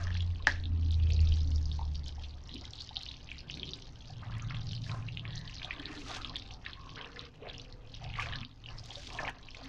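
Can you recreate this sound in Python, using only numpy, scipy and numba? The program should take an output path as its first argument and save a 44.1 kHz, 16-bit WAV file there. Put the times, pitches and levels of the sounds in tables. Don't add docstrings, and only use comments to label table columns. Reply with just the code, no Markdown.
import sys
import numpy as np
from scipy import signal
from scipy.fft import rfft, irfft, next_fast_len
from scipy.io import wavfile
from scipy.ndimage import uniform_filter1d
from numba import njit

SR = 44100
rng = np.random.default_rng(int(sys.argv[2]) if len(sys.argv) > 2 else 0)


def generate_wav(signal):
    frames = np.transpose(np.atleast_2d(signal))
    scaled = np.clip(frames, -1, 1) * 32767
    pcm = np.round(scaled).astype(np.int16)
    wavfile.write(sys.argv[1], SR, pcm)


N = 426888


def undb(db):
    return 10 ** (np.asarray(db) / 20)


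def level(x, db):
    return x * undb(db) / np.sqrt(np.mean(x ** 2))


def curves(table):
    s, *columns = np.transpose(table)
    return [np.interp(np.arange(N) / SR, s, c) for c in columns]


def swells(table, rise_db_s, fall_db_s, *calm_db):
    t = np.arange(N) / SR
    power = undb(calm_db)[:, None] ** 2 * np.ones(N)
    for s, hold_s, *db in table:
        before_s = np.maximum(s - t, 0)
        after_s = np.maximum(t - s - hold_s, 0)
        shape = undb(-rise_db_s * before_s - fall_db_s * after_s) ** 2
        power = power + undb(db)[:, None] ** 2 * shape
    return 10 * np.log10(power)


def walk(rate):
    k = int(SR / rate)
    steps = np.repeat(rng.standard_normal(N // k + 1), k)
    return 1.3 * uniform_filter1d(uniform_filter1d(steps, k), k)[:N]


def colour(x, points):
    size = next_fast_len(len(x))
    hz, db = np.transpose(points)
    grid = np.arange(size // 2 + 1) * SR / size
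    gain = undb(np.interp(np.log(grid + 1), np.log(hz), db, left=-90, right=-90))
    return level(irfft(rfft(x, size) * gain, size)[:len(x)], 0)


def band(x, lo_hz, hi_hz):
    sos = signal.butter(2, [lo_hz, hi_hz], "bandpass", fs=SR, output="sos")
    return level(signal.sosfilt(sos, x), 0)


def patchy(points, lo_hz, flicker_db, rate, count):
    noise = colour(rng.standard_normal(N), points)
    out = 0
    for hz in lo_hz * 2 ** (np.arange(count) / 3):
        edges_hz = [hz * 2 ** (-1 / 6), hz * 2 ** (1 / 6)]
        sos = signal.butter(2, edges_hz, "bandpass", fs=SR, output="sos")
        out = out + undb(flicker_db * walk(rate)) * signal.sosfilt(sos, noise)
    return level(out, 0)


@njit
def rings(length, start_s, size, hz, t60_s, rise_s, glide, rate):
    out = np.zeros(length)
    for k in range(len(hz)):
        first, phase = int(start_s[k] * rate), 0.
        for i in range(min(int(t60_s[k] * rate), length - first)):
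            t = i / rate
            phase += 2 * np.pi * hz[k] * (1 + glide[k] * t / t60_s[k]) / rate
            swell = np.sin(np.pi / 2 * min(t / rise_s, 1.)) ** 2
            out[first + i] += size[k] * swell * np.exp(-np.log(1000) * t / t60_s[k]) * np.sin(phase)
    return out


def bubbles(s, db, hz, cycles, glide, rise_s, spray_db):
    chance = rng.random((len(s), 11)).T
    t60_s = cycles * (.7 + .6 * chance[0]) / hz
    out = rings(N, s, undb(db), hz, t60_s, rise_s, glide * chance[1], 1. * SR)
    for pitch, late, size in chance[2:].reshape(3, 3, -1):
        drop_hz = hz * 1.6 ** (pitch - .4)
        drop_s = s + 9 * late ** 2 / hz
        drop_size = undb(db + spray_db - 1.82 * size)
        out += rings(N, drop_s, drop_size, drop_hz, 1.11 * t60_s, rise_s, 0 * hz, 1. * SR)
    return out


def crowd(db, hz, spread, lift_db, tail_db, cycles, rise_s, count):
    chance = rng.random((count, 3)).T
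    at = (chance[0] * (N - 1)).astype(int)
    size_db = db[at] + lift_db - tail_db * np.log(1 - .97 * chance[1])
    pitch_hz = np.broadcast_to(hz, N)[at] * spread ** (chance[2] - .5)
    return bubbles(at / SR, size_db, pitch_hz, cycles, 0.069, rise_s, -1.4)


def clear_bursts():
    # start in seconds, peak level in dB, pitch in Hz.
    ticks = [(0.0399, -24.5, 4930), (0.152, -24, 3380), (0.167, -27, 2530), (0.2056, -21.5, 3230),
             (0.225, -28.5, 3270), (0.424, -26, 3720), (0.522, -23, 5370), (0.599, -30.5, 3900),
             (0.638, -25, 3450), (0.6553, -24, 3620), (0.908, -20, 3700), (0.925, -28.5, 3370),
             (0.9425, -21.5, 3870), (1.102, -24, 3640), (1.104, -26, 2590), (1.121, -20.5, 4450),
             (1.1343, -15.5, 5800), (1.145, -28, 4620), (1.164, -25.5, 4040), (1.273, -24, 3520),
             (1.289, -25.5, 5200), (1.322, -24.5, 3150), (1.408, -24.5, 3830), (1.5058, -22.5, 5700),
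             (1.5596, -17.5, 5150), (1.6558, -23, 4860), (1.7153, -25, 3500), (1.727, -29.5, 5000),
             (1.9548, -24.5, 4450), (2.124, -29.5, 3706), (2.5398, -24, 3850), (2.653, -21, 3600),
             (2.707, -24, 5460), (2.78, -30, 3760), (2.789, -24.5, 3450), (2.811, -20, 4220),
             (2.8197, -22, 5160), (2.8913, -23.5, 3600), (2.968, -13.5, 3710), (3.013, -24, 3700),
             (3.033, -19, 4120), (3.0872, -20, 3620), (3.116, -23, 4070), (3.29, -26, 2670),
             (3.3158, -22.5, 2690), (3.405, -27, 4700), (3.51, -23, 5370), (3.541, -21, 3680),
             (3.573, -29, 4160), (3.5966, -22, 3600), (3.6311, -17.5, 3190), (3.636, -32, 2520),
             (3.6904, -22, 3520), (3.7342, -19, 3660), (3.74, -17.5, 4640), (4.3962, -26, 2400),
             (4.422, -21, 6160), (4.508, -27.5, 2100), (4.545, -27, 3160), (4.711, -19, 3560),
             (4.755, -26.5, 3800), (4.764, -27, 4100), (4.895, -25, 2440), (4.9155, -24, 3870),
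             (5.172, -19.5, 2770), (5.195, -22.5, 3320), (5.2529, -22.5, 2270), (5.278, -28.5, 3400),
             (5.306, -24.5, 3440), (5.357, -20, 5800), (5.3725, -24, 3970), (5.378, -22.5, 3880),
             (5.496, -28, 2470), (5.582, -25, 4040), (5.618, -27, 2430), (5.646, -17.5, 3580),
             (5.708, -18.5, 2360), (5.797, -24, 3300), (5.827, -26, 3500), (5.8562, -17.5, 3780),
             (5.976, -26.5, 3900), (6.097, -29, 3470), (6.115, -19, 3780), (6.148, -20.5, 3620),
             (6.162, -23.5, 3810), (6.218, -25, 3970), (6.2465, -14.5, 3220), (6.2954, -22.5, 4180),
             (6.3574, -17, 3450), (6.3656, -17, 3430), (6.397, -27, 3800), (6.651, -31, 3420),
             (6.663, -25, 2520), (6.663, -20, 3670), (6.697, -25.5, 3520), (6.7321, -22.5, 3360),
             (6.9579, -24, 3070), (7.012, -20, 3230), (7.045, -25.5, 2740), (7.193, -20.5, 3700),
             (7.468, -30, 2180), (7.488, -27, 3900), (7.498, -21, 3340), (7.512, -33, 2520),
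             (7.532, -30, 4450), (7.548, -26, 3250), (7.581, -23, 5300), (7.5976, -21.5, 3700),
             (7.725, -30, 4180), (7.9417, -23.5, 3730), (8.181, -29, 2100), (8.1965, -15, 2080),
             (8.209, -26, 2280), (8.2216, -21, 2400), (8.229, -25, 2610), (8.259, -22.5, 2360),
             (8.287, -25.5, 3210), (8.324, -23, 3360), (8.3355, -17.5, 3070), (8.357, -19.5, 3970),
             (8.386, -25, 3320), (8.398, -34, 4230), (8.414, -29, 3300), (8.431, -24, 2470),
             (8.4489, -13.5, 3630), (8.494, -35, 3700), (8.513, -32, 3350), (8.66, -27, 2930),
             (8.687, -28, 2700), (8.786, -22, 4840), (8.795, -26, 4740), (8.859, -25.5, 3800),
             (8.906, -23.5, 3130), (8.917, -30, 3500), (8.956, -21.5, 3670), (9.07, -27.5, 3450),
             (9.102, -29, 2530), (9.149, -29, 3200), (9.187, -24, 2460), (9.2345, -20, 5400),
             (9.25, -22, 2190), (9.268, -34, 2130), (9.278, -18, 2370), (9.295, -24.5, 2860),
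             (9.486, -27.5, 2480), (9.547, -26.5, 2400)]
    # start in seconds, peak level in dB, pitch in Hz.
    plops = [(0.4, -47, 1060), (1.7914, -35.5, 838), (1.8126, -37, 890), (2.1808, -43.5, 785),
             (2.6412, -37.5, 2050), (2.9084, -43, 810), (2.9674, -43.5, 752), (4.1001, -44.5, 726),
             (4.2288, -38, 1220), (4.3214, -41, 1640), (4.5042, -35, 1280), (4.8639, -41, 1710),
             (4.9169, -34.5, 1260), (5.6453, -41.5, 710), (5.7065, -25, 1900), (5.796, -38, 1680),
             (6.061, -43, 1250), (6.111, -36.5, 1686), (6.1253, -37, 1300), (6.162, -43, 742),
             (6.2497, -40, 1210), (6.3378, -40, 1710), (6.3649, -38, 1820), (6.6617, -27, 1817),
             (6.8673, -42, 1030), (6.9743, -41, 1640), (7.1598, -37, 1740), (7.4195, -39, 424),
             (7.4351, -37, 504), (7.4704, -39, 666), (8.025, -39.5, 666), (8.051, -42.5, 730),
             (8.1864, -25, 1134), (8.2682, -37.5, 683), (8.325, -30.5, 1740), (8.3523, -33, 1680),
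             (8.9691, -43.5, 570), (9.124, -44.5, 710), (9.149, -40.5, 682), (9.1892, -24.5, 1723),
             (9.237, -35.5, 647), (9.2482, -26, 1990), (9.2695, -33, 876), (9.2847, -24, 1735)]
    s, db, hz = np.transpose(ticks)
    small = bubbles(s, db, hz, cycles=18.5, glide=0.17, rise_s=0.00089, spray_db=-9.5)
    s, db, hz = np.transpose(plops)
    large = bubbles(s, db, hz, cycles=50.3, glide=0.45, rise_s=0.0023, spray_db=-12.0)
    return small + large


def faint_bursts(fizz_db, fizz_hz, gurgle_db, squelch_db):
    small = crowd(fizz_db, fizz_hz, 2.1, lift_db=1.5, tail_db=6.5, cycles=24.7, rise_s=0.00061, count=2400)
    small += crowd(fizz_db, fizz_hz, 1.7, lift_db=12.5, tail_db=2, cycles=28, rise_s=0.0005, count=400)
    small += crowd(fizz_db, 6400., 1.4, lift_db=4, tail_db=3.5, cycles=28, rise_s=0.0005, count=300)
    middle = crowd(squelch_db, 1650., 1.6, lift_db=-4.5, tail_db=4.0, cycles=19.9, rise_s=0.00082, count=1200)
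    large = crowd(gurgle_db, 723.0, 1.3, lift_db=0.0, tail_db=3.0, cycles=10.4, rise_s=0.001, count=700)
    return small + middle + large


def wet_hiss(fizz_db, gurgle_db, squelch_db):
    # frequency in Hz, density in dB per Hz.
    fizz_spectrum = [(1500, -30), (2200, -10), (2800, -4), (3800, 0), (5000, -3), (6200, -5), (8000, -20),
                     (11000, -50)]
    # frequency in Hz, density in dB per Hz.
    slosh_spectrum = [(250, -25), (400, -3), (700, 0), (1700, -2), (2600, -6), (4000, -25)]
    fizz = undb(fizz_db - 11) * patchy(fizz_spectrum, 2400, 3, 22, count=6)
    squelch = undb(squelch_db - 6) * patchy(slosh_spectrum, 1275, 4, 45, count=4)
    gurgle = undb(gurgle_db - 6.5) * patchy(slosh_spectrum, 398.4, 4.5, 12, count=5)
    return fizz + squelch + gurgle


def sloshes():
    # start in seconds, hold in seconds, low gurgle in dB, higher squelch in dB.
    slosh_rows = [(0, 0.0074, -49.5, -45.5), (.4, 0.02, -58, -78), (1.8, 0.024, -55.5, -89),
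                  (2.19, 0.025, -64, -76), (2.62, 0.0088, -56, -56.5), (2.92, 0.11, -76, -62),
                  (4.22, 0.1, -54.5, -57), (4.33, 0.087, -72, -51.5), (4.51, 0.034, -57.5, -50.5),
                  (4.9, 0.047, -48, -50), (5.25, 0.019, -54, -52), (5.62, 0.13, -49.5, -50.5),
                  (5.88, 0.073, -53, -48), (6.08, 0.077, -47, -44), (6.3, 0.018, -53, -68),
                  (6.5, 0.01, -53.5, -73), (6.66, 0.034, -63, -51.5), (6.98, 0.049, -51, -46.5),
                  (7.17, 0.014, -59, -47), (7.425, 0.061, -59, -52.5), (8.02, 0.011, -49.5, -57),
                  (8.184, 0.053, -46.5, -40.5), (8.31, 0.13, -53, -50.5), (8.7, 0.012, -50, -52.5),
                  (8.88, 0.062, -55.5, -62), (9.1, 0.15, -48.5, -57), (9.19, 0.087, -41, -43),
                  (9.57, 0.13, -50, -53.5)]
    calm_gurgle_db, calm_squelch_db = -65.5, -64.5
    return swells(slosh_rows, 493, 121.5, calm_gurgle_db, calm_squelch_db)


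def fizz_drops():
    # middle in seconds, depth in dB,
    # seconds from the middle to about half the depth.
    hollows = [(0.34, -15.5, 0.11), (0.564, -3, .04), (1.071, -5, 0.02), (1.864, -6, 0.039),
               (2.018, -19, 0.014), (2.18, -12, 0.042), (2.347, -24, 0.085), (3.247, -4, 0.03),
               (3.451, -24, 0.023), (4.347, -0.5, 0.016), (4.802, -19, 0.0097), (4.977, -20, 0.034),
               (5.242, -11, 0.062), (5.68, -21, 0.016), (6.593, -18, 0.024), (6.787, -11, 0.044),
               (7.34, -10, 0.091)]
    t = np.arange(N) / SR
    return sum(db * np.clip(1 - ((t - s) / half_s / 2) ** 2, 0, 1) ** 2 for s, db, half_s in hollows)


def simmer(squelch_db):
    # time in seconds, level in dB, centre pitch in Hz.
    surface = [(0, -64, 3600), (.3, -47, 3970), (.74, -68, 3530), (.93, -54, 3990), (1.2, -54.5, 3740),
               (1.5, -58.5, 4860), (1.9, -59, 4390), (2.12, -52.5, 4410), (2.28, -37.5, 3670),
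               (2.45, -56, 4060), (2.82, -55, 4380), (3.2, -59, 3680), (3.35, -59.5, 3150),
               (3.6, -54.5, 3740), (3.84, -56, 4000), (3.92, -62, 4080), (4.4, -61, 3520),
               (4.75, -55.5, 4190), (5.1, -59.5, 3150), (5.4, -53.5, 3990), (5.77, -55.5, 3140),
               (6.4, -59.5, 3530), (6.85, -58.5, 3660), (7.2, -57, 3750), (7.46, -59, 2700),
               (7.6, -58, 3560), (7.83, -73, 3640), (7.95, -58.5, 3480), (8.15, -58, 3000),
               (8.55, -65.5, 4150), (8.9, -55, 4290), (9.3, -58, 3560), (9.68, -58.5, 4610)]
    surge_db, surges_per_s, spatter_db = 2.5, 14, -15
    surface_db, fizz_hz = curves(surface)
    uneven = undb(surface_db + fizz_drops() + surge_db * walk(surges_per_s))
    spatter = undb(squelch_db + spatter_db)
    return 20 * np.log10(np.hypot(uneven, spatter)), fizz_hz


def boil():
    gurgle_db, squelch_db = sloshes()
    fizz_db, fizz_hz = simmer(squelch_db)
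    faint = faint_bursts(fizz_db, fizz_hz, gurgle_db, squelch_db)
    return clear_bursts() + faint + wet_hiss(fizz_db, gurgle_db, squelch_db)


def kitchen(x):
    room_db, room_t60_s = -10.5, .14
    t = np.arange(int(.3 * SR)) / SR
    tail = rng.standard_normal(len(t)) * undb(-60 * t / room_t60_s) * (t > .004)
    response = tail * undb(room_db) / np.sqrt(np.sum(tail ** 2))
    response[0] = 1
    return signal.fftconvolve(x, response)[:N]


def rustle():
    # start in seconds, hold in seconds, level in dB.
    hands = [(0, .02, -65.5), (4.88, 0.094, -61), (5.93, 0.14, -60), (6.08, 0.089, -54.5),
             (8.205, 0.027, -58.5), (8.78, 0.18, -64.5), (8.93, 0.3, -58.5)]
    # start in seconds, peak level in dB.
    snap_rows = [(0.471, -34.5), (0.916, -42), (1.105, -42.5), (2.0827, -43), (2.5448, -43), (3.029, -44),
                 (3.575, -48), (4.3819, -45), (5.391, -47), (5.646, -55), (5.798, -49), (6.169, -43),
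                 (6.247, -50), (6.365, -40), (8.21, -41), (8.222, -46), (8.8574, -41.5), (9.133, -45),
                 (9.2953, -37), (9.644, -45)]
    swish_db = 3
    (db,) = swells(hands, 262, 191, -80)
    t = np.arange(N) / SR
    snaps = sum((t > s) * undb(peak_db - 60 * np.abs(t - s) / 0.015) for s, peak_db in snap_rows)
    crackle = undb(db - 7 + 4.0 * walk(400))
    flicker_db = 2.7 * walk(30) + 4.0 * walk(250)
    swish = undb(db + swish_db + flicker_db) * band(rng.standard_normal(N), 1800, 7500)
    top = band(rng.standard_normal(N), 6500, 12000)
    crackle_noise = band(band(top, 5000, 10000), 5500, 13000)
    return swish + crackle * crackle_noise + snaps * top


def knock():
    # frequency in Hz, level in dB, decay by 60 dB in seconds.
    modes = [(1735, 3, 0.03), (1610, -26, 0.069), (1645, -13, 0.13), (1824, -2.5, 0.048), (880, -8, 0.035),
             (980, -16.5, 0.091), (588, -29.5, 0.22), (1250, -13.5, 0.05), (2250, -15, 0.014),
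             (269, -28, 0.29), (2600, 5, 0.0028), (5470, 5, 0.0027)]
    # start in seconds, strength in dB.
    blows = [(0.07, -39), (0.105, -41), (0.151, -43), (0.4708, -14.5)]
    tail_db, tail_t60_s = -15.5, 0.26
    hz, db, t60_s = np.transpose(modes)
    tail = band(rng.standard_normal(N), 1600, 1920)
    tail = tail + undb(-5.5) * band(rng.standard_normal(N), 270, 4200)
    out = 0
    for s, blow_db in blows:
        t = np.arange(N) / SR - s
        fade = (t > 0) * undb(tail_db - 60 * np.abs(t) / tail_t60_s)
        struck = rings(N, s + 0 * hz, undb(db), hz, t60_s, 0.00032, 0 * hz, 1. * SR)
        out = out + undb(blow_db) * (struck + fade * tail)
    return out


def soft_rings():
    # start in seconds, hold in seconds, level in dB, pitch in Hz, width in Hz.
    ring_rows = [(0.625, 0.24, -53, 258, 85), (1, 0.32, -63.5, 2530, 280), (1.09, 0.087, -57, 440, 140),
                 (1.468, 0.068, -52.5, 258, 53), (1.665, 0.41, -51, 151, 9.9),
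                 (2.545, 0.029, -51, 267, 110), (3.62, 0.16, -58, 381, 25), (5.293, 0.19, -58, 1810, 310),
                 (5.798, 0.19, -51, 296, 37), (5.805, 0.21, -59.5, 400, 31), (5.842, 0.1, -56.5, 1820, 160),
                 (6.782, 0.27, -57.5, 1070, 110), (6.992, 0.29, -59.5, 473, 44),
                 (7.442, 0.042, -49.5, 585, 270), (7.518, 0.39, -65.5, 490, 60),
                 (8.405, 0.055, -47.5, 247, 40), (9.58, .1, -56.5, 266.6, 21)]
    rise_db_s, fall_db_s, silent_db = 252, 150.5, -200
    noise, out = rng.standard_normal(N), 0
    for s, hold_s, db, hz, width_hz in ring_rows:
        (shape_db,) = swells([(s, hold_s, db)], rise_db_s, fall_db_s, silent_db)
        out = out + undb(shape_db) * band(noise, hz - width_hz / 2, hz + width_hz / 2)
    return out


def vehicle():
    # time in seconds, firing rate in Hz, level in dB.
    drone = [(0.0, 86.7, -40), (0.03, 89.4, -35.5), (0.32, 86, -33), (0.44, 86.15, -46.5),
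             (0.89, 80.9, -27.5), (1.18, 79.3, -26), (1.92, 73.2, -38), (2.7, 71.1, -58),
             (3.69, 67.8, -52.5), (4.0, 66.4, -93)]
    hz, db = curves(drone)
    gone = np.clip((drone[-1][0] - np.arange(N) / SR) * 10, 0, 1)
    phase = 2 * np.pi * np.cumsum(hz) / SR
    octave = undb(-24 + 3 * walk(12)) * np.sin(2 * phase)
    return np.sqrt(2) * gone * undb(db + 1.45 * walk(20.95)) * (np.sin(phase) + octave)


def traffic():
    # time in seconds, level in dB.
    deep = [(0, -37), (.62, -44.5), (1.4, -37.5), (2.45, -53.5), (3.9, -55), (4.55, -43.5), (5.1, -51.5),
            (5.6, -49), (6.25, -47.5), (6.6, -51), (7.2, -57), (8.3, -45), (8.55, -49), (9.68, -52.5)]
    # start in seconds, hold in seconds, hum in dB, upper hum in dB, boom in dB.
    swell_rows = [(1.0, 0.57, -40.5, -63, -61), (2.05, 0.042, -59.5, -59.5, -67),
                  (2.52, 0.065, -53.5, -58, -80), (3.6, 0.033, -69, -48.5, -56.5),
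                  (4.3, 0.66, -37.5, -46.5, -74), (5.0, 0.39, -42.5, -49.5, -67),
                  (5.85, 0.48, -58.5, -61, -60), (6.9, 0.67, -57.5, -57.5, -64),
                  (8.1, 0.31, -41, -57.5, -68), (8.75, 0.027, -48, -70, -85),
                  (9.2, 0.12, -52.5, -56.5, -60)]
    # multiple of a quarter of the hum note, level in dB.
    upper_notes = [(5, -5.5), (6, -3), (7, -14), (8, -19.5), (9, -13)]
    hum_hz, note_db = 112, -2.5
    (deep_db,) = curves(deep)
    hum_db, upper_db, boom_db = swells(swell_rows, 51.5, 56.5, -55.5, -67.5, -67.5)
    noise = rng.standard_normal((5, N))
    turn = np.pi / 2 * np.cumsum(hum_hz * (1 + .008 * walk(2))) / SR

    def note(k):
        return undb(note_db + 0.85 * walk(7.8)) * np.sin(round(k) * turn)

    rumble = undb(deep_db + 1.9 * walk(4.0)) * band(noise[0], 10.0, 57)
    hum = note(4) + undb(-7.5) * band(noise[1], 84.3, 138.3)
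    upper = sum(undb(db) * note(k) for k, db in upper_notes)
    upper = upper + undb(-4) * band(noise[2], 135.4, 161.0)
    boom = band(noise[3], 235.7, 290.6) + undb(-1.5) * band(noise[4], 190, 480)
    return rumble + undb(hum_db) * hum + undb(upper_db) * upper + undb(boom_db) * boom


def still_air():
    # frequency in Hz, density in dB per Hz.
    air_spectrum = [(12, -29), (20, 5), (109, 7), (199, -12.5), (261, -16.5), (336, -14.5), (911, -9),
                    (1390, -33.5), (2290, -33), (3680, -40.5), (5630, -41.5), (7790, -60), (10100, -76.5),
                    (17100, -120)]
    return undb(-59.5) * colour(rng.standard_normal(N), air_spectrum)


def dips():
    # lowest moment in seconds, depth in dB, recovery in seconds.
    drops = [(7.3, -4.5, 0.27), (8.453, -10, 0.25), (9.33, -6, 0.31)]
    fall_s = 0.035
    t = np.arange(N) / SR
    return undb(sum(np.interp(t, [s - fall_s, s, s + back_s], [0, db, 0]) for s, db, back_s in drops))


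def scene():
    near = kitchen(boil()) + rustle() + knock() + soft_rings()
    mid = dips() * (near + vehicle() + traffic() + still_air())
    side_bass_db, side_db = -35, -25
    late = np.roll(mid, 220)
    side = undb(side_bass_db) * late + undb(side_db) * np.diff(late, prepend=0)
    return np.array([mid + side, mid - side])


def record(dry):
    # frequency in Hz, gain in dB.
    mic_response = [(10, 1.5), (5500, -1), (6500, -3.5), (8000, -14), (10000, -19), (15000, -23),
                    (23000, -40)]
    self_noise_db, top_hz = -95, 14900
    hz, db = np.transpose(mic_response)
    grid = np.linspace(0, SR / 2, 257)
    gain = undb(np.interp(np.log(grid + 1), np.log(hz), db))
    taps = signal.firwin2(255, grid, gain, fs=SR)
    dull = signal.fftconvolve(dry, taps[None], "same", axes=1)
    dull = dull + undb(self_noise_db) * band(rng.standard_normal(N), 4000, 16000)
    return signal.sosfilt(signal.ellip(8, .2, 70, top_hz, fs=SR, output="sos"), dull)


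dry = scene()
out = record(dry)
generate_wav(out)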